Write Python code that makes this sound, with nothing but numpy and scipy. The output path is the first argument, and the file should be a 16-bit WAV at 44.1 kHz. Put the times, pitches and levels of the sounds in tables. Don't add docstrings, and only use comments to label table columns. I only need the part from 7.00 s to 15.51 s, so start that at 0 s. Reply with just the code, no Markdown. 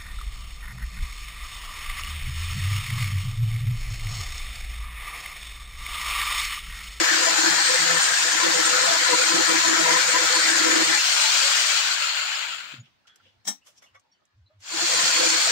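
import sys
import numpy as np
from scipy import signal
from scipy.fft import rfft, irfft
from scipy.io import wavfile
from scipy.ndimage import uniform_filter1d, map_coordinates

SR = 44100
rng = np.random.default_rng(int(sys.argv[2]) if len(sys.argv) > 2 else 0)


def generate_wav(sig):
    pcm = np.round(np.clip(np.atleast_2d(sig).T, -1, 1) * 32767).astype(np.int16)
    wavfile.write(sys.argv[1], SR, pcm)


N = 375291
T = np.arange(N) / SR
FREQS = np.maximum(np.arange(N // 2 + 1) * SR / N, 1)

# pitch in Hz, width in Hz, relative level in dB.
SLAB_MODES = [(612, 240, 5.5), (1160, 340, -4), (1574, 850, -7), (2080, 410, -6), (2980, 350, -4.5),
              (3350, 250, -5), (5350, 670, -7), (6200, 590, -4), (7300, 1100, -8), (8500, 1500, -15),
              (10900, 3500, -18)]

LIFT_S, RELEASE_S = 3.95, 0.09
OFF_S, STOP_S, ON_S = 4.722, 5.812, 7.594
FREE_HZ = 8780
WHINE_ORDER = 50
STALL_SHARE = 0.15


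def undb(db):
    return 10 ** (np.asarray(db) / 20)


def unit(x):
    return x / np.sqrt(np.mean(x ** 2))


def over_time(points):
    return np.interp(T, *np.transpose(points))


def gains(table):
    s, *columns = np.transpose(table)
    gate = np.interp(T, [s[0] - .03, s[0], s[-1], s[-1] + 0.089], [0, 1, 1, 0])
    return [gate * undb(np.interp(T, s, c)) for c in columns]


def shape(points):
    hz, db = np.transpose(points)
    return undb(np.interp(np.log(FREQS), np.log(hz), db))


def resonances(modes, at=FREQS):
    power = 0
    for hz, width, db in modes:
        detuning = (at / hz - hz / at) * hz / width
        power = power + (undb(db) / (1 + detuning ** 2)) ** 2
    return np.sqrt(power)


def colour(x, response, band=None):
    inside = FREQS > 0 if band is None else (FREQS > band[0]) & (FREQS < band[1])
    return irfft(rfft(unit(x)) * response, N) / np.sqrt(np.mean(abs(response) ** 2 * inside))


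def walk(rate):
    k = int(SR / rate)
    steps = np.repeat(rng.standard_normal(N // k + 1), k)
    return 1.323 * uniform_filter1d(uniform_filter1d(steps, k), k)[:N]


def bump(middle, length):
    return np.cos(np.pi * np.clip((T - middle) / length, -.5, .5))


def grains(spread_db):
    likeness, lag_s = 0.12, .00086
    bursts = np.repeat(rng.exponential(size=N // 8 + 1), 8)[:N].clip(0, 5.5)
    direct, left, right = rng.standard_normal((3, N)) * undb(spread_db * bursts)
    shared = np.array([np.roll(direct, int(lag_s * SR)), direct])
    return np.sqrt(likeness) * shared + np.sqrt(1 - likeness) * np.array([left, right])


def flecks(count, low_hz, high_hz, t60, spread_db):
    t = np.arange(SR // 8) / SR
    out = np.zeros((2, N + len(t)))
    envelope = (1 - np.exp(-t / 0.0071)) * np.exp(-np.log(1000) * t / t60)
    for when, pitch, size, left, right in rng.random((count, 5)):
        start = int(when * N)
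        hz = low_hz * (high_hz / low_hz) ** pitch
        tone = np.sin(2 * np.pi * (hz * t + np.array([[left], [right]])))
        out[:, start:start + len(t)] += undb(spread_db * size) * envelope * tone
    return unit(out[:, :N])


def partial(phase, lead, rough, rate):
    shared = 1 + 0.85 * rough * (walk(rate) + 1j * walk(rate))
    ports = []
    for late in (lead, 0):
        own = 0.66 * rough * (walk(rate) + 1j * walk(rate))
        ports.append((shared + own) * np.exp(1j * (phase - late)))
    return unit(np.real(ports))


def flicker(x, depth_db, size):
    _, _, z = signal.stft(x, nperseg=1024)
    field = uniform_filter1d(rng.standard_normal(z.shape[1:]), size, axis=0)
    field = uniform_filter1d(field, 4, axis=1)
    return signal.istft(z * unit(undb(depth_db * unit(field))), nperseg=1024)[1][:, :N]


def drift(x, share, rate):
    at = np.arange(N) + np.cumsum(share * walk(rate))
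    return np.array([map_coordinates(port, [at], order=3, mode="mirror") for port in x])


def balance(points):
    ratio = shape(points)
    return np.array([ratio, np.ones_like(ratio)]) * np.sqrt(2 / (1 + ratio ** 2))


def strike(s, rise, t60):
    return np.exp(np.minimum((T - s) / rise, -np.log(1000) * (T - s) / t60).clip(-40, 0))


def fading_tone(hz, t60, t):
    return np.sin(2 * np.pi * (hz * t + rng.random((2, 1)))) * np.exp(-np.log(1000) * t / t60)


def stages():
    swell_s = 0.225
    lifted = np.clip((T - LIFT_S) / RELEASE_S, 0, 1)
    second = 1 - np.exp(-(np.maximum(T - ON_S, 0) / swell_s) ** 2)
    return 1 - lifted, lifted * (T < ON_S), second


def motor_speed():
    # time in seconds, whine pitch in Hz
    speed_first = [(0, 8130), (.3, 8240), (.52, 8170), (.65, 8320), (.85, 8280), (1.0, 8260), (1.3, 8400),
                   (1.48, 8190), (1.65, 8282), (1.92, 8360), (2.25, 8277), (2.75, 8134), (3.08, 8276),
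                   (3.24, 8174), (3.38, 8286), (3.6, 8195), (3.8, 8190), (3.95, 8300)]
    speed_second = [(8.0, 8510), (8.12, 8500), (8.25, 8370), (8.5, 8230)]
    run_up_s, drag_s, spin_up_s = .14, 1.06, .04
    sag = (FREE_HZ - over_time(speed_first)) * np.exp(-np.maximum(T - LIFT_S, 0) / run_up_s)
    friction = np.exp(-(STOP_S - OFF_S) / drag_s)
    coast = np.clip((np.exp(-(T - OFF_S) / drag_s) - friction) / (1 - friction), 0, 1)
    restart = over_time(speed_second) * (1 - np.exp(-np.maximum(T - ON_S, 0) / spin_up_s))
    return np.maximum((FREE_HZ - sag) * coast + restart, 1)


def spindle_turn(whine_hz):
    return 2 * np.pi * np.cumsum(whine_hz / WHINE_ORDER) / SR


def grinder():
    # pitch in Hz, left minus right in dB.
    pan_down = [(60, 6.5), (110, -4), (200, 3.5), (380, -3.5), (700, 4), (1290, 15.5), (2380, 4), (4400, 1),
                (8120, 4.5), (15000, -3)]
    pan_lifted = [(60, 0.5), (110, 0), (200, 5), (380, 1.5), (700, 9), (1290, 11), (2380, 7.5), (4400, 2.5),
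                  (8120, 5), (15000, -2)]
    pan_second = [(60, 3), (110, -7), (200, 3), (380, -2.5), (700, 7.5), (1290, 11), (2380, 3.5),
                  (4400, -1.5), (8120, 5), (15000, -3)]
    whine_hz = motor_speed()
    noise = flicker(machine(whine_hz) + grinding(whine_hz), depth_db=1.9, size=3)
    tones = chatter(whine_hz / WHINE_ORDER) + whine(whine_hz) + squeals()
    tool = rfft(noise + tones + shallow_singing())
    lifted = np.interp(T, [3.9, 4.15], [0, 1])
    second = np.interp(T, [STOP_S, ON_S], [0, 1])
    poses = [(1 - lifted, pan_down), (lifted - second, pan_lifted), (second, pan_second)]
    return sum(weight * irfft(tool * balance(pan), N) for weight, pan in poses)


def loudness(noise, whine_hz):
    first_db, lifted_db, second_db, fall_db, stall_db = noise
    pass_s, pass_width_s, pass_db = 4.32, 0.2, 1.5
    stall_spread, rest_share = 0.081, 0.036
    first, lifted, second = stages()
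    speed = whine_hz / FREE_HZ
    near_db = pass_db * np.exp(-((T - pass_s) / pass_width_s) ** 2)
    stalling = (1 - np.tanh((speed - STALL_SHARE) / stall_spread)) / 2
    coasting = undb(fall_db * np.log10(speed) + stall_db * stalling) * np.minimum(speed / rest_share, 1)
    coasting = uniform_filter1d(coasting * (T < ON_S), size=SR // 16)
    return first * undb(first_db) + lifted * undb(lifted_db + near_db) * coasting + second * undb(second_db)


def machine(whine_hz):
    # dB in the first hole, dB lifted, dB in the second hole,
    # dB lost per tenfold fall in speed, dB change near the stall.
    fan = (-30.5, -30, -30, 39.5, 1)
    teeth = (-33.5, -29, -30.5, 3, -12.5)
    tube_level = (-30, -35, -30, 12, -21)
    case_level = (-30, -29, -30.5, 10, -22)
    # pitch in Hz, relative level in dB per Hz.
    air_spectrum = [(30, -27), (150, -26.5), (380, -20.5), (560, -8.5), (900, -5.5), (1500, 1),
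                    (3000, -2.5), (3800, 0.5), (5400, 1), (6100, -1), (7300, 1.5), (7750, -3), (8700, -6.5),
                    (9400, -21), (13500, -22.5), (15200, -18)]
    gear_spectrum = [(120, -64.5), (200, -33), (435, -30), (602, -15.5), (1150, -9), (1410, -0.5),
                     (1780, -5.5), (2900, -1.5), (3730, -7), (4390, -7.5), (5860, -20), (7150, -12),
                     (9550, -32.5), (13500, -39), (15000, -25.5)]
    # pitch in Hz, width in Hz, relative level in dB.
    vent_modes = [(3200, 220, -9.5), (4980, 170, -7.5), (5640, 260, -8.5), (6050, 230, -7),
                  (6480, 200, -10)]
    tube_modes = [(7110, 420, 8.5), (6980, 55, 8), (6500, 240, -0.5), (8240, 92, -3.5)]
    free_tube_modes = [(7220, 84, 4), (7000, 60, -9), (8190, 150, -9), (8800, 310, -22.5), (2910, 170, 0.5),
                       (3260, 200, -2), (4480, 130, -2.5), (1415, 130, -0.5)]
    case_modes = [(4140, 440, 4), (4300, 30, 7), (4385, 100, 3.5), (4520, 130, 5.5), (4935, 90, 1.5),
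                  (5360, 110, -5), (1400, 360, -8.5), (3207, 180, 0)]
    # time in seconds, change in dB.
    case_swell = [(0, -5), (.3, -0.5), (.45, 2.5), (.7, 2), (.95, -1.5), (1.08, -7.5), (1.35, -7.5),
                  (1.5, -2), (1.9, 1), (2.1, 2.5), (2.45, 2), (2.7, -4), (3.1, -1), (3.35, 2), (3.5, -0.5),
                  (3.8, 1), (4.05, -0.5), (4.3, 0), (4.55, -4), (4.8, 0.5), (4.95, -1.5), (8.5, -1)]

    speed = whine_hz / FREE_HZ
    air = loudness(fan, whine_hz)
    rush = colour(grains(spread_db=1.5), shape(air_spectrum) * (1 + resonances(vent_modes)), band=(5600, 6500))
    out = air * rush * undb(0.73 * walk(90))
    out += undb(-6.5) * air * flecks(count=700, low_hz=2218, high_hz=7480, t60=0.038, spread_db=14.0)

    backlash_db = 0.5 * (1 - speed) * np.sin(spindle_turn(whine_hz) + walk(40))
    rattle = colour(grains(spread_db=2.5), shape(gear_spectrum), band=(2300, 3700))
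    out += loudness(teeth, whine_hz) * rattle * undb(backlash_db + 0.38 * walk(70))

    tube_ring = colour(grains(spread_db=2.0), resonances(tube_modes), band=(6950, 7350))
    out += loudness(tube_level, whine_hz) * tube_ring * undb(0.84 * walk(25))
    free_level = stages()[1] * undb(-34 + 8.5 * np.log10(speed)) * np.minimum(speed / STALL_SHARE, 1)
    free_ring = colour(grains(spread_db=2.5), resonances(free_tube_modes))
    out += free_level * free_ring * undb(2 * walk(23))

    case_ring = colour(grains(spread_db=2.0), resonances(case_modes), band=(4200, 4600))
    flashes = undb(-8) * flecks(count=600, low_hz=4100, high_hz=4650, t60=0.1, spread_db=11)
    case_gain = loudness(case_level, whine_hz) * undb(over_time(case_swell))
    return out + case_gain * (case_ring * undb(-3 + 0.81 * walk(22)) + flashes)


def grinding(whine_hz):
    # pitch in Hz, relative level in dB per Hz.
    chip_spectrum = [(100, -31.5), (250, -21.5), (420, -18), (700, -10), (1100, -6), (1330, -9), (1750, 1),
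                     (2100, -5.5), (2700, -13), (6000, -28), (10000, -32.5), (15000, -27.5)]
    # pitch in Hz, width in Hz, relative level in dB.
    rim_low = [(1316, 120, 0), (1450, 90, 0.0037)]
    rim_middle = [(1634, 230, -1), (1764, 100, 0), (1836, 39, -1)]
    rim_high = [(1990, 190, -0.5), (2300, 290, -3.5)]
    # time in seconds, then low, middle and high relative level in dB.
    rim_levels = [(0.0, -30, -31.5, -27), (0.03, -32.5, -28.5, -37.5), (0.09, -32, -23.5, -32.5),
                  (0.27, -35.5, -31, -33), (0.92, -31.5, -28, -34), (1.17, -33.5, -27.5, -44),
                  (1.23, -35, -30, -40), (1.5, -36, -29, -36.5), (1.72, -32.5, -33, -36.5),
                  (1.79, -24.5, -30, -29.5), (1.85, -29, -32, -39.5), (2.13, -33.5, -28, -26.5),
                  (2.22, -32.5, -40, -36), (2.67, -32.5, -28, -33), (2.75, -24.5, -25.5, -27),
                  (2.8, -34, -36, -31.5), (2.89, -31.5, -29, -30), (3.42, -32.5, -33, -30.5),
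                  (3.44, -34, -30.5, -24.5), (3.51, -30.5, -23, -31.5), (3.57, -34.5, -27, -29.5),
                  (3.64, -32, -30, -30.5), (3.85, -38.5, -29, -27), (3.95, -33.5, -32.5, -27)]
    rim_gain_db = (-0.5, 0.5, -0.5)
    cut_first_db, cut_second_db = -29.5, -36.5
    usual_sag_hz, cut_power = 528, 0.93

    first, _, second = stages()
    load = np.clip((FREE_HZ - whine_hz) / usual_sag_hz, .01, 1.15) ** cut_power
    feed = load * (first * undb(cut_first_db) + second * undb(cut_second_db)) * undb(0.34 * walk(8.9))
    bite = undb(1.0 * np.sin(spindle_turn(whine_hz) + walk(40)) + 0.79 * walk(60))
    chips = undb(-3.0) * colour(grains(spread_db=2.0), shape(chip_spectrum), band=(1550, 2100))
    rim = 0
    for gain, db, modes in zip(gains(rim_levels), rim_gain_db, (rim_low, rim_middle, rim_high)):
        rim = rim + gain * undb(db) * colour(grains(spread_db=2.5), resonances(modes))
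    grits = undb(-7.0) * flecks(count=800, low_hz=1256, high_hz=2153, t60=0.15, spread_db=8)
    return feed * grits + bite * (feed * chips + drift(rim, share=.012, rate=9))


def chatter(spindle_hz):
    # start in seconds, length in seconds, multiple of the spindle rate,
    # relative level in dB.
    chatter_fits = [(0, 0.03, 2, -26), (0.115, 0.068, 2, -29.5), (0.197, 0.036, 2, -31.5),
                    (0.311, 0.028, 2, -35.5), (0.383, 0.029, 2, -28.5), (0.43, 0.066, 2, -29.5),
                    (0.515, 0.028, 2, -38), (0.564, 0.032, 6, -28.5), (0.689, 0.077, 3, -29.5),
                    (0.792, 0.21, 1, -43.5), (0.816, 0.035, 2, -35.5), (0.86, 0.12, 3, -32),
                    (0.933, 0.021, 2, -38), (0.922, 0.08, 6, -33), (1.1, 0.031, 3, -45.5),
                    (1.252, .035, 3, -36.5), (1.338, 0.04, 2, -34), (1.324, 0.031, 6, -30),
                    (1.408, 0.038, 6, -25), (1.437, 0.08, 2, -29), (1.448, 0.037, 3, -30),
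                    (1.516, 0.044, 6, -26.5), (1.546, 0.069, 3, -28.5), (1.59, 0.034, 2, -31),
                    (1.647, 0.057, 2, -38), (1.67, 0.027, 6, -29.5), (1.673, 0.14, 3, -32),
                    (1.824, 0.031, 3, -28.5), (1.82, .045, 6, -28), (1.87, 0.092, 4, -29), (2, .03, 2, -41),
                    (2.012, 0.033, 3, -34.5), (2.065, .04, 6, -28.5), (2.086, 0.073, 3, -28.5),
                    (2.123, 0.027, 6, -20.5), (2.124, 0.044, 2, -32), (2.186, 0.051, 3, -25.5),
                    (2.275, 0.039, 6, -28), (2.292, 0.05, 2, -31.5), (2.346, 0.063, 2, -24),
                    (2.33, .03, 3, -32), (2.395, 0.04, 3, -34), (2.481, 0.11, 2, -28),
                    (2.487, .045, 3, -29.5), (2.622, 0.063, 6, -30), (2.669, 0.083, 2, -26.5),
                    (2.78, 0.051, 2, -30), (2.83, 0.19, 3, -34), (2.849, 0.13, 6, -24.5),
                    (2.87, 0.048, 4, -30.5), (2.88, 0.089, 1, -46), (2.931, 0.021, 2, -33),
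                    (3.04, 0.024, 3, -40), (3.08, 0.025, 3, -30), (3.138, 0.033, 6, -20.5),
                    (3.125, .05, 2, -36.5), (3.152, .11, 3, -33.5), (3.21, 0.048, 2, -37),
                    (3.294, 0.1, 3, -34), (3.345, 0.033, 6, -27.5), (3.36, 0.036, 2, -31),
                    (3.447, 0.16, 2, -32.5), (3.605, 0.16, 2, -27.5), (3.763, 0.071, 2, -24.5),
                    (3.661, 0.071, 3, -29.5), (3.75, 0.12, 3, -40), (3.886, 0.048, 2, -29.5),
                    (3.93, 0.022, 6, -32.5), (7.708, 0.027, 6, -37), (7.731, 0.056, 2, -39),
                    (7.812, 0.045, 2, -36.5), (7.912, 0.046, 3, -31.5), (7.977, 0.034, 6, -29),
                    (8.005, 0.11, 3, -39.5), (8.191, 0.096, 2, -31), (8.201, 0.066, 3, -27.5),
                    (8.285, 0.089, 2, -35), (8.355, 0.034, 3, -38), (8.463, .04, 4, -34.5)]
    # multiple of the spindle rate, usual pitch in Hz, relative level in dB.
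    light_chatter = [(1, 167, -54.5), (2, 331, -45.5), (3, 501, -42.5), (4, 676, -43), (5, 832, -42),
                     (6, 1005, -38.5)]
    # pitch in Hz, relative level in dB per Hz.
    rumble_spectrum = [(60, -25.5), (130, -9), (230, -8.5), (420, 0), (800, 2), (1500, -20), (5000, -49.5)]
    usual_spindle_hz, follow = 165.3, .5
    catch_s = 0.024
    firm_db, rumble_db = -1, -15

    speed = (spindle_hz / usual_spindle_hz) ** follow * (1 + 0.011 * walk(35))
    first, _, second = stages()
    contact = (first + undb(-2.0) * second) * unit(undb(3 * walk(12)))
    out, grip = 0, 0
    for order, hz, light_db in light_chatter:
        fits = 0
        for s, length, multiple, db in chatter_fits:
            if multiple == order:
                inside_s = np.minimum(T - s, s + length - T)
                fits = fits + undb(db) * np.clip(.5 + inside_s / catch_s, 0, 1)
        light = contact * undb(light_db) * unit(undb(5.1 * walk(45)))
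        phase = 2 * np.pi * np.cumsum(hz * speed) / SR
        lead = 1.88 * min(order / 2, 1)
        out = out + undb(firm_db) * fits * partial(phase, lead, rough=.26 + .08 * order, rate=130)
        out = out + light * partial(phase, lead, rough=.9, rate=105)
        grip = grip + fits ** 2
    rumble = colour(grains(spread_db=2.0), shape(rumble_spectrum))
    return out + undb(rumble_db) * np.sqrt(grip) * undb(2.1 * walk(80)) * rumble


def whine(whine_hz):
    # pitch in Hz, width in Hz, dB against the plain whine.
    whine_rings = [(5220, 150, 13), (5600, 120, 7), (6340, 140, 6), (8282, 110, 1), (12900, 500, -8.5)]
    # middle in seconds, length in seconds, dB over its usual level.
    whine_surges = [(.25, .08, 7), (.4, .06, 6.5), (0.678, 0.1, 9), (0.749, 0.045, 6), (.96, 0.098, 6),
                    (1.03, 0.11, 5.5), (1.107, 0.093, 6.5), (1.19, 0.063, 9.5), (1.3, 0.1, 7.5),
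                    (1.58, 0.083, 6), (1.667, 0.076, 5.5), (1.89, 0.099, 8), (2.12, 0.069, 3),
                    (2.242, 0.049, 11), (2.37, .05, 3.5), (2.48, .07, 8), (3.11, 0.072, 9),
                    (3.346, 0.058, 8.5), (3.414, .07, 7.5), (3.564, 0.22, 6.5), (3.96, 0.043, 10),
                    (8.0, 0.17, 7), (8.3, .14, 2)]
    phase = 2 * np.pi * np.cumsum(whine_hz * (1 + 0.0004 * walk(30))) / SR
    power_on = np.interp(T, [OFF_S, OFF_S + RELEASE_S, STOP_S, ON_S], [1, 0, 0, 1])
    powered = sum(stages()) * power_on * (whine_hz / FREE_HZ) ** 2
    tone = undb(-44.5) * powered * (1 + resonances(whine_rings, whine_hz))
    tone = tone * partial(phase, lead=.3, rough=0.49, rate=80)
    octave = undb(-45) * stages()[1] * resonances(whine_rings, 2 * whine_hz)
    octave = octave * partial(2 * phase, lead=0.82, rough=.9, rate=200)
    surge_db = sum(db * bump(s, length) for s, length, db in whine_surges)
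    pan_db = np.array([[-6.75], [6.75]])
    return (tone + octave) * undb(surge_db + 1.5 * walk(28) + pan_db)


def workshop():
    # pitch in Hz, relative level in dB per Hz.
    shop_spectrum = [(18, -34.5), (30, -17.5), (92, -2.5), (296, -5.5), (460, -10.5), (612, -7),
                     (1730, -7.5), (2430, -9.5), (4420, -11.5), (13500, -39.5), (15000, -26.5)]
    # time in seconds, relative level in dB.
    shop_level = [(0, -2), (5.82, 4), (5.95, 1), (6.05, -.5), (6.23, 1), (6.4, -2), (6.9, -2), (7.1, -7.5),
                  (7.35, -9), (8.5, -2)]
    hiss = flicker(rng.standard_normal((2, N)), depth_db=2.6, size=5)
    return undb(-66.5 + 1.2 * walk(11)) * gains(shop_level)[0] * colour(hiss, shape(shop_spectrum))


def squeals():
    # middle in seconds, length in seconds, pitch in Hz, level in dB before the flutter.
    squeal_list = [(.47, .07, 4260, -31.5), (.59, .06, 4270, -31), (.77, .05, 4325, -36),
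                   (1.08, .07, 4005, -31.5), (2.05, .07, 4580, -31), (2.32, .06, 4900, -33),
                   (2.42, 0.063, 4300, -27.5), (2.66, 0.074, 4300, -26.5), (3.02, .06, 4300, -28.5),
                   (3.13, 0.071, 4320, -29), (3.24, 0.082, 4530, -30), (3.36, 0.091, 4320, -27.5),
                   (3.48, 0.063, 4350, -30), (3.98, .08, 4390, -32), (4.27, .06, 4370, -28),
                   (4.79, .1, 4480, -29), (7.98, 0.046, 4600, -28), (8.18, 0.073, 4420, -25),
                   (8.31, 0.068, 4380, -24.5), (8.42, .12, 4340, -30)]
    out = np.zeros((2, N))
    wobble = np.array([walk(90), walk(90)]) + 1j * np.array([walk(90), walk(90)])
    flutter = 1 + .25 * wobble
    for s, length, hz, db in squeal_list:
        near = abs(T - s) < length / 2
        swell = undb(db) * np.cos(np.pi * (T[near] - s) / length)
        out[:, near] += swell * np.real(flutter[:, near] * np.exp(2j * np.pi * hz * T[near]))
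    return out


def handling():
    # start in seconds, relative level in dB, pitch in Hz,
    # seconds to fade by 60 dB, width in Hz.
    chirps = [(4.233, -29, 890, 0.15, 22), (4.43, -40, 567, 0.28, 22), (5.798, -44, 6830, 0.046, 70.6),
              (6.052, -55.5, 1395, 0.037, 90), (6.09, -61, 3300, 0.24, 220), (6.198, -54, 1380, .04, 90),
              (6.254, -67, 514, 0.14, 40), (6.615, -67, 2800, 0.17, 251), (6.66, -63, 1244, .12, 252),
              (6.68, -68, 564, .12, 80), (6.774, -58, 5620, .08, 149), (6.86, -60, 2890, 0.16, 250),
              (6.965, -56, 1160, 0.065, 90), (7.05, -72, 890, 0.18, 151), (7.114, -62, 5630, 0.084, 109.5),
              (7.12, -71, 4520, 0.17, 140.4), (7.46, -64, 4060, 0.11, 332), (7.495, -62, 607, 0.16, 30)]
    # middle in seconds, relative level in dB,
    # length in seconds, pitch in Hz.
    booms = [(5.741, -40, 0.012, 270), (5.754, -48, 0.09, 135), (5.79, -55, 0.19, 225),
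             (5.803, -36, 0.063, 124.8), (5.84, -54, .08, 140), (6.266, -66, 0.18, 98),
             (6.38, -64, .16, 98), (6.507, -49, 0.078, 240), (6.95, -65, .16, 95), (7.41, -52, 0.19, 96),
             (7.584, -53, 0.13, 98)]
    # time in seconds, relative level in dB, rise in seconds,
    # seconds to fade by 60 dB, centre in Hz, width in octaves.
    taps = [(5.86, -61, 0.05, 0.22, 2920, 0.45), (6.073, -53, 0.0019, 0.11, 3600, 0.6),
            (6.159, -52, .0006, 0.025, 7000, 1.3), (6.1, -64, 0.028, 0.42, 1550, 0.23),
            (6.201, -64, .001, .04, 1500, 0.29), (6.27, -60.5, 0.034, 0.26, 3050, 0.34),
            (6.672, -52.5, 0.011, .19, 5460, 1.7), (6.781, -55.5, 0.011, 0.069, 5100, 0.6),
            (6.824, -55.5, .003, 0.2, 2200, 3.2), (6.954, -52.5, 0.0066, 0.075, 1600, 0.94),
            (6.997, -62, 0.0018, .04, 6470, .6), (7.13, -78, .01, 0.2, 3800, .8),
            (7.254, -65, .001, .03, 7000, .5), (7.38, -84, .03, .25, 4220, .6),
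            (7.608, -59, 0.0066, 0.12, 4500, 1.2)]
    out = np.zeros((2, N))
    t = np.arange(SR // 4) / SR
    for s, db, hz, t60, width in chirps:
        steps = np.cumsum(rng.standard_normal(len(t) // 64 + 1)).repeat(64)[:len(t)]
        phase = 2 * np.pi * hz * t + steps * np.sqrt(2 * np.pi * width * 64 / SR)
        band = signal.butter(2, [hz - width, hz + width], "band", fs=SR, output="sos")
        tone = signal.sosfilt(band, np.sin(phase))
        envelope = (1 - np.exp(-t / .006)) * np.exp(-np.log(1000) * t / t60)
        start = int(s * SR)
        out[:, start:start + len(t)] += undb(db + 10.0) * tone * envelope
    for s, db, length, hz in booms:
        out += undb(db - 2.5) * bump(s, length) ** 2 * np.sin(2 * np.pi * hz * T + 0.92 * walk(55))
    grit = grains(spread_db=1.5)
    slab = resonances(SLAB_MODES) + undb(-6) / (1 + FREQS / 5000)
    for s, db, rise, t60, hz, octaves in taps:
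        focus = 1 / (1 + (np.log2(FREQS / hz) / octaves) ** 2)
        out += undb(db + 1.5) * strike(s, rise, t60) * colour(grit, slab * focus)
    return out


def knocks():
    # time in seconds, relative level in dB, rise in seconds, seconds to fade by 60 dB,
    # ring against the crack in dB.
    blows = [(6.453, -44.5, 0.0025, 0.058, -2), (6.478, -24, 0.0045, 0.15, 1)]
    # pitch in Hz, relative level in dB, seconds to fade by 60 dB.
    bit_modes = [(199.6, -12, 0.16), (280, -26, 0.24), (830, -16, 0.14), (1800, -10, 0.1),
                 (2180, -17, 0.13), (3230, -6.5, 0.085), (3830, -14, 0.15), (5150, -18, 0.11),
                 (5730, 4, 0.12), (6780, -21, 0.1), (7700, -1, 0.099), (7919, -8, 0.1), (8400, 1, 0.1),
                 (8650, 0, 0.068), (10850, -5, 0.085), (11900, -20, 0.14)]
    # pitch in Hz, relative level in dB per Hz.
    crack_spectrum = [(59, -57), (100, -36), (196, -7), (438, -21), (758, -10), (2810, -17), (3690, -8.5),
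                      (4960, -9), (5750, -1.5), (8580, -13), (10200, -18), (11100, -16), (13100, -25),
                      (13900, -21.5), (15500, -7.5)]
    body = resonances([(hz, 210, 0) for hz, _, _ in bit_modes]) + 0.78 * resonances(SLAB_MODES) + 0.68
    crack = colour(grains(spread_db=2.0), shape(crack_spectrum) * body)
    out = np.zeros((2, N))
    t = np.arange(SR // 2) / SR
    for s, db, rise, t60, ring_db in blows:
        out += undb(db) * strike(s, rise, t60) * crack
        ring = sum(undb(g) * fading_tone(hz, fade_s, t) for hz, g, fade_s in bit_modes)
        start = int(s * SR)
        out[:, start:start + len(t)] += undb(db + ring_db) * ring * (1 - np.exp(-t / 0.0057))
    return out * undb(np.array([[2.5], [-2.5]]))


def plug():
    # time in seconds, relative level in dB, corner in Hz above which the contact dulls the ring.
    bounces = [(6.822, -55, 9000), (6.839, -55, 12000), (6.947, -53.5, 3000), (6.957, -49.5, 2600)]
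    # pitch in Hz, relative level in dB, seconds to fade by 60 dB.
    plug_modes = [(531, -6, 0.069), (724, -11, .09), (1135, -3, 0.095), (1950, 2, .06), (2190, 5, 0.063),
                  (3440, -5, 0.13), (5390, -1, 0.1), (6130, -2, 0.12), (7160, -11, .06)]
    t = np.arange(SR // 3) / SR
    out = np.zeros((2, N))
    for s, db, corner_hz in bounces:
        ring = 0
        for hz, g, t60 in plug_modes:
            softness = np.hypot(1, (hz / corner_hz) ** 2)
            ring = ring + undb(g) / softness * fading_tone(hz, t60, t)
        start = int(s * SR)
        out[:, start:start + len(t)] += undb(db) * ring * (1 - np.exp(-t / .003))
    return out


def wiping():
    # middle in seconds, relative level in dB, length in seconds, pitch of the hollow in Hz.
    wipes = [(7.07, -69, .12, 900), (7.17, -73, .16, 3000), (7.215, -70, .08, 1280), (7.23, -72, .1, 600),
             (7.31, -72, .17, 1730), (7.515, -70, .09, 1230), (7.52, -74, .12, 1750)]
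    # multiple of its pitch, width as a share of its pitch, relative level in dB.
    palm = [(1, 0.13, 2), (2.3, 0.65, -22), (.6, .25, -5)]
    grit, out = grains(spread_db=3.0), 0
    for s, db, length, hz in wipes:
        hollow = resonances([(hz * ratio, hz * width, g) for ratio, width, g in palm])
        out = out + undb(db) * bump(s, length) ** 2 * colour(grit, hollow)
    return out * undb(-5.5 + 3.5 * walk(70))


def shallow_singing():
    # pitch in Hz, width in Hz, relative level in dB.
    shallow_modes = [(4420, 75, 7), (1530, 80, -6), (3340, 140, -3)]
    ring = colour(grains(spread_db=4.0), resonances(shallow_modes))
    return undb(-31 + 1.3 * walk(25)) * stages()[2] * ring


def room(x, t60, wet_db):
    t = np.arange(SR // 2) / SR
    tail = rng.standard_normal((2, len(t))) * np.exp(-np.log(1000) * t / t60) * (t > .004)
    tail = tail / np.sqrt(np.sum(tail[0] ** 2))
    return x + undb(wet_db) * signal.fftconvolve(x, tail, axes=1)[:, :N]


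def scene():
    small = room(handling() + knocks() + plug() + wiping(), t60=0.067, wet_db=-10)
    return grinder() + small + workshop()


def record(dry):
    ceiling, top_hz = .66, 15600
    rounded = dry / (1 + (dry / ceiling) ** 8) ** (1 / 8)
    return signal.sosfilt(signal.ellip(10, .2, 80, top_hz, fs=SR, output="sos"), rounded)


dry = scene()
out = record(dry)
generate_wav(out)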